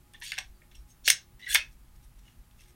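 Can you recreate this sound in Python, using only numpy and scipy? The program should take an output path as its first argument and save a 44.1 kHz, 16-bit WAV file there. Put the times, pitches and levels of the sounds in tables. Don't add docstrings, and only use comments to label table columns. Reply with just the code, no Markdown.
import sys
import numpy as np
from scipy import signal
from scipy.fft import rfft, irfft, next_fast_len
from scipy.io import wavfile
from scipy.ndimage import map_coordinates

SR = 44100
rng = np.random.default_rng(int(sys.argv[2]) if len(sys.argv) > 2 else 0)


def int16_out(signal):
    q = np.round(np.clip(np.atleast_2d(signal).T, -1, 1) * 32767)
    wavfile.write(sys.argv[1], SR, q.astype(np.int16))


def to_linear_factor(level_db):
    exponent = np.asarray(level_db, float) / 20
    return 10 ** exponent


N = 121275


def unit(x):
    return x / np.sqrt(np.mean(np.abs(x) ** 2) + 1e-20)


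def along(points, hz):
    f, v = np.transpose(points)
    return np.interp(np.log(hz + 1), np.log(f + 1), v)


def wobble(rate, size):
    knots = rng.standard_normal(int(size / SR * 800) + 4)
    return map_coordinates(knots, [np.arange(size) * rate / SR])


def filtered(x, response):
    m = next_fast_len(len(x) + 2048)
    f = np.fft.rfftfreq(m, 1 / SR) + 1
    return irfft(rfft(x, m) * response(f), m)[:len(x)]


def resonance(f, hz, width):
    return 1j * f * width / (hz * hz - f * f + 1j * f * width)


def modes(table, f):
    return sum((-1) ** k * to_linear_factor(db) * resonance(f, hz, width) for k, (hz, width, db) in enumerate(table))


# pitch in Hz, width in Hz, level in dB.
BODY_MODES = [(1640, 310, -3), (2000, 170, -1.5), (2142, 120, 1.5), (2760, 190, 2.5), (3450, 320, -3.5),
              (4386, 140, 0), (5500, 360, -3.5), (6676, 240, 2), (7980, 280, -10), (8810, 350, 3),
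              (9524, 230, -8), (11600, 170, -9.5), (12450, 900, -10), (14500, 2000, -14)]


def body(f, hz, octaves):
    grip_db, grip_detune = 2, 0.025
    between_db = -9
    low_edge_hz = 1500
    colour = resonance(f, hz, hz * octaves * 1.6) ** 2
    r = f / low_edge_hz
    high = (1j * r) ** 2 / (1 - r ** 2 + 1j * r)
    grip = rng.standard_normal((len(BODY_MODES), 2))
    held = [(c * (1 + grip_detune * a), width, db + grip_db * b)
            for (c, width, db), (a, b) in zip(BODY_MODES, grip)]
    return (modes(held, f) + to_linear_factor(between_db)) * colour * high ** 3


# frequency in Hz, time to fall 60 dB in seconds.
ROOM_DECAY = [(500, 0.26), (1200, 0.2), (2500, 0.18), (6000, 0.19), (14000, 0.085)]


def add(track, start, sound):
    room_db, gap_s = -9.5, 0.005
    hz, t, z = signal.stft(rng.standard_normal(SR // 3), SR, nperseg=256)
    decay = to_linear_factor(-60 * t / along(ROOM_DECAY, hz)[:, None])
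    tail = signal.istft(z * decay, SR, nperseg=256)[1]
    tail = to_linear_factor(room_db) * tail / np.linalg.norm(tail)
    tail = np.pad(tail, (round(gap_s * SR) + 1, 0))
    tail[0] = 1
    wet = signal.fftconvolve(sound, tail)
    at = round(start * SR)
    track[at:][:len(wet)] += wet[:len(track) - at]


# start in seconds, peak in dB, colour centre in Hz, colour width in octaves, chatter in seconds.
CONTACTS = [
    (1.0772, -8, 2250, .6, .0008),
    (1.1012, -4, 6100, .9, .004),
    (1.5542, -6.5, 2300, .7, .003),
            (0.136, -41, 7000, 2, 0.0016), (0.2142, -41, 2400, .8, 0.0016), (0.221, -46, 1850, .6, 0.0074),
         (0.3185, -20.5, 3180, 1.1, 0.0043), (0.3195, -30, 1800, .5, 0.008), (0.371, -34, 2460, .7, 0.0036),
         (0.3788, -23.5, 2000, 1, 0.0087), (0.3857, -18, 3450, 0.74, 0.0016),
         (0.388, -28, 2664, .8, 0.0055), (1.0775, -19.5, 8000, 1.6, .004), (1.0815, -12, 8920, 1.6, .004),
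         (1.0836, -10.5, 8000, 1.8, .005), (1.0825, -11, 2500, .5, 0.0022), (1.0873, -23, 4004, .9, 0.0033),
         (1.0915, -20, 6000, 1.8, .008), (1.0865, -12, 6000, 1.3, 0.0053), (1.0995, -19.5, 6000, 2.9, .003),
         (1.1005, -9.5, 1900, .5, .003), (1.1024, -8.5, 7500, 1.6, .003), (1.1058, -16, 5800, .9, .003),
         (1.1128, -23.5, 6000, .9, .006), (1.1081, -17, 5500, .8, 0.0035), (1.5453, -11, 10000, 1.6, 0.003),
         (1.5469, -9.5, 8140, 1.2, 0.003), (1.5465, -12, 1900, .5, 0.003), (1.5502, -16.5, 3600, .8, .003),
         (1.5545, -20, 9000, 1.4, .006), (1.5592, -13.5, 2400, 1.1, .003),
         (1.5588, -14.5, 3470, 0.28, .014),
            (0.6168, -50.5, 2000, 0.29, 0.0083), (0.7135, -50.5, 3040, 1.2, 0.0037),
        (0.716, -54.5, 2630, 0.92, 0.03), (.745, -50, 3140, 0.43, 0.036), (0.7517, -47, 5500, 1.4, 0.02),
        (0.9104, -49, 7460, 0.74, 0.0056), (2.281, -53.5, 2896, .8, 0.0033),
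        (2.511, -53.5, 3000, 1.3, .004)]


def contacts():
    attack_s, first_push = 0.0003, 2.5
    out, t = np.zeros(N), np.arange(SR // 10) / SR
    for start, db, hz, octaves, chatter in CONTACTS:
        burst = rng.standard_normal(len(t)) * to_linear_factor(-20 * t / chatter)
        burst *= 1 - np.exp(-t / attack_s)
        burst[round(attack_s * SR)] += first_push
        ring = filtered(burst, lambda f: body(f, hz, octaves))
        add(out, start, to_linear_factor(db) * ring / np.abs(ring).max())
    return out


# start in seconds, peak in dB, pitch in Hz, width in Hz.
KNOCKS = [(0.221, -49.5, 940, 58.3), (0.3176, -52.5, 1130, 120), (.3795, -42.5, 723, 50),
          (.3858, -40.5, 1080, 118.5), (.622, -63.5, 577, 80.5), (1.078, -32.5, 628, 504),
          (1.101, -36, 1045, 499.3), (1.546, -32, 700, 400), (1.555, -29, 1040, 400),
          (0.142, -56.5, 1020, 300), (0.3186, -55.5, 660, 200)]


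def knocks():
    push_s, span = 0.009, 0.75
    out, t = np.zeros(N), np.arange(SR // 10) / SR
    for start, db, hz, width in KNOCKS:
        push = rng.standard_normal(len(t)) * to_linear_factor(-20 * t / push_s)
        ring = filtered(push, lambda f: resonance(f, hz, width) * resonance(f, hz, span * hz) ** 2)
        add(out, start, to_linear_factor(db) * ring / np.abs(ring).max())
    return out


def scrape(size, response):
    grain_db, grain_rate, shift_rate = 3.3, 350, 40
    grains = rng.standard_normal((2, size)) * to_linear_factor(grain_db * wobble(grain_rate, size))
    turn = np.pi / 4 + wobble(shift_rate, size)
    first_hold = np.cos(turn) * filtered(grains[0], response)
    second_hold = np.sin(turn) * filtered(grains[1], response)
    return unit(first_hold + second_hold)


def stroke(track, start, length, first_db, last_db, response):
    edge_s = 0.0059
    t = np.arange(SR // 5) / SR
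    edges = np.clip(np.minimum(t, length + edge_s - t) / edge_s, 0, 1)
    pressure = to_linear_factor(first_db + (last_db - first_db) * np.minimum(t / length, 1))
    add(track, start, edges * pressure * scrape(len(t), response))


# start in seconds, length in seconds, start level in dB, end level in dB, colour centre in Hz.
SLIDES = [(0.133, 0.051, -55, -66, 3000), (0.196, 0.016, -53, -65, 11070), (0.218, 0.092, -44, -47.5, 3460),
          (0.231, 0.079, -46, -52, 7700), (0.324, 0.051, -45, -55.5, 3300), (0.399, 0.031, -42, -61, 2700),
          (1.036, 0.024, -66.5, -40.5, 4607), (1.056, 0.026, -35, -32.5, 5930),
          (1.095, 0.0071, -30, -17.5, 5000), (1.112, 0.017, -27.5, -38.5, 4504),
          (1.391, .07, -61, -62.5, 3700), (1.424, .04, -64, -65.5, 5500), (1.459, 0.075, -54, -31.5, 3680),
          (1.475, 0.07, -53.5, -29.5, 9900), (1.567, 0.024, -30, -43.5, 3012)]


def slides():
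    out = np.zeros(N)
    for start, length, first_db, last_db, hz in SLIDES:
        stroke(out, start, length, first_db, last_db, lambda f: body(f, hz, 0.59))
    return out


# start in seconds, length in seconds, start level in dB, end level in dB, pitch in Hz.
SINGS = [(0.142, 0.011, -52, -54.5, 1810), (0.138, 0.024, -62, -57, 3450), (0.212, 0.024, -53, -41.5, 1860),
         (.216, 0.041, -48, -56, 2770), (.26, 0.064, -49, -56, 4600), (0.267, 0.0566, -52, -49, 6840),
         (1.048, 0.01, -38, -36, 4400), (1.05, 0.0033, -41, -43, 6400), (1.393, 0.022, -47.5, -55, 1924),
         (1.421, 0.066, -47, -51.5, 1988), (1.423, 0.05, -50, -55, 3900), (1.4, 0.099, -64, -55, 2950),
         (1.478, 0.045, -50, -46.5, 4200), (1.498, 0.012, -47, -46.5, 7200),
         (1.532, 0.0081, -39, -37.5, 6500), (1.048, 0.022, -47, -49, 6900), (0.226, 0.024, -52, -57, 9700),
         (0.33, 0.012, -48, -49, 9000), (0.319, 0.031, -38, -56.5, 1750),
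         (1.461, 0.038, -36.5, -42.5, 2000), (1.472, 0.066, -45.5, -41.5, 1680),
         (1.48, 0.049, -49, -38.5, 3450), (1.49, 0.018, -43.5, -34, 7980),
         (1.5, 0.0079, -38.5, -49.5, 9700), (0.745, 0.05, -62, -72, 5550), (0.89, 0.032, -65, -64, 6380),
         (2.25, 0.038, -68.5, -66, 2900), (2.588, 0.036, -66.5, -67.5, 2690), (1.593, .11, -35, -77, 2560)]


def sings():
    out = np.zeros(N)
    for start, length, first_db, last_db, hz in SINGS:
        stroke(out, start, length, first_db, last_db, lambda f: resonance(f, hz, 160) ** 2)
    return out


# middle in seconds, length in seconds, level in dB, colour centre in Hz.
RUBS = [(.79, 0.1, -71, 6300), (0.906, .08, -64, 9000), (1.4, .03, -66, 7200), (1.728, .05, -67.5, 8010),
        (1.962, 0.034, -70, 4985), (2.04, 0.058, -66.5, 8000), (2.193, .025, -63.5, 6300),
        (2.27, 0.17, -70.5, 4035), (2.607, 0.068, -61.5, 4420), (2.693, .07, -63.5, 5700),
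        (2.64, 0.13, -68, 4100), (2.6, .19, -75, 2800), (2.3, .19, -74.5, 2800)]


def finger_rubs():
    out, t = np.zeros(N), np.arange(SR // 5) / SR
    for middle, length, db, hz in RUBS:
        swell = np.sin(np.pi * np.clip(t / length, 0, 1)) ** 2
        add(out, middle - length / 2, to_linear_factor(db) * swell * scrape(len(t), lambda f: body(f, hz, 1.8)))
    return out


def squeak():
    start_s, length_s, pitch_hz, fall_hz, level_db = 0.535, 0.06, 4800, 400, -74
    out, t = np.zeros(N), np.arange(SR // 5) / SR
    u = np.clip(t / length_s, 0, 1)
    tone = np.sin(2 * np.pi * np.cumsum(pitch_hz - fall_hz * u) / SR)
    add(out, start_s, to_linear_factor(level_db) * np.sin(np.pi * u) * tone)
    return out


# frequency in Hz, density in dB per Hz.
BOOM_SPECTRUM = [(15, -12), (25, -7.5), (42, -1.5), (55, -7), (70, -11), (100, -37.5), (150, -120)]
RUMBLE_SPECTRUM = [(41, -31.5), (70, -1), (150, -4.5), (243, -12), (324, -15), (356, -15), (450, -31),
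                   (580, -58), (990, -120)]
HISS_SPECTRUM = [(240, -33.5), (400, -7.5), (765, -7), (826, -6), (1420, -8), (2800, -12), (5690, -15),
                 (12500, -12.5), (16000, -16.5)]
# time in seconds, level in dB.
TRAFFIC_SWELL = [(0.0, -58.5), (0.4, -59.5), (0.51, -50.5), (0.62, -64.5), (0.83, -46), (0.9, -68),
                 (1.03, -54.5), (1.25, -65), (1.35, -55.5), (1.4, -68.5), (1.57, -49.5), (1.64, -56),
                 (2.2, -52), (2.34, -67.5), (2.4, -51), (2.46, -60), (2.56, -50.5), (2.75, -67)]
# pitch in Hz, width in Hz, level in dB.
MOTOR_LINES = [(120.2, 14, -69), (243.5, 10, -78), (358, 1.9, -79), (832, 8.6, -81), (1240, 16, -86)]


def background():
    noise = rng.standard_normal((4, N))
    spectra = [BOOM_SPECTRUM, RUMBLE_SPECTRUM, HISS_SPECTRUM]
    boom, rumble, hiss = (unit(filtered(n, lambda f: to_linear_factor(along(p, f)))) for n, p in zip(noise, spectra))
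    hum = sum(to_linear_factor(db) * unit(filtered(noise[3], lambda f: resonance(f, hz, width) ** 2))
              for hz, width, db in MOTOR_LINES)
    swell = to_linear_factor(np.interp(np.arange(N) / SR, *np.transpose(TRAFFIC_SWELL)))
    return swell * boom + to_linear_factor(-65) * rumble + to_linear_factor(-67.5) * hiss + hum


def scene():
    handling = contacts() + knocks() + slides() + sings() + finger_rubs() + squeak()
    return (handling + background())[None]


def roll_off(x):
    return signal.sosfilt(signal.butter(12, 16330, fs=SR, output="sos"), x)


def record(dry):
    ceiling, hardness, top_hz = 1.1, 12, 15830
    soft = dry[0] / (1 + np.abs(dry[0] / ceiling) ** hardness) ** (1 / hardness)
    mix = filtered(soft, lambda f: f < top_hz)[None]
    return roll_off(mix)


dry = scene()
out = record(dry)
int16_out(out)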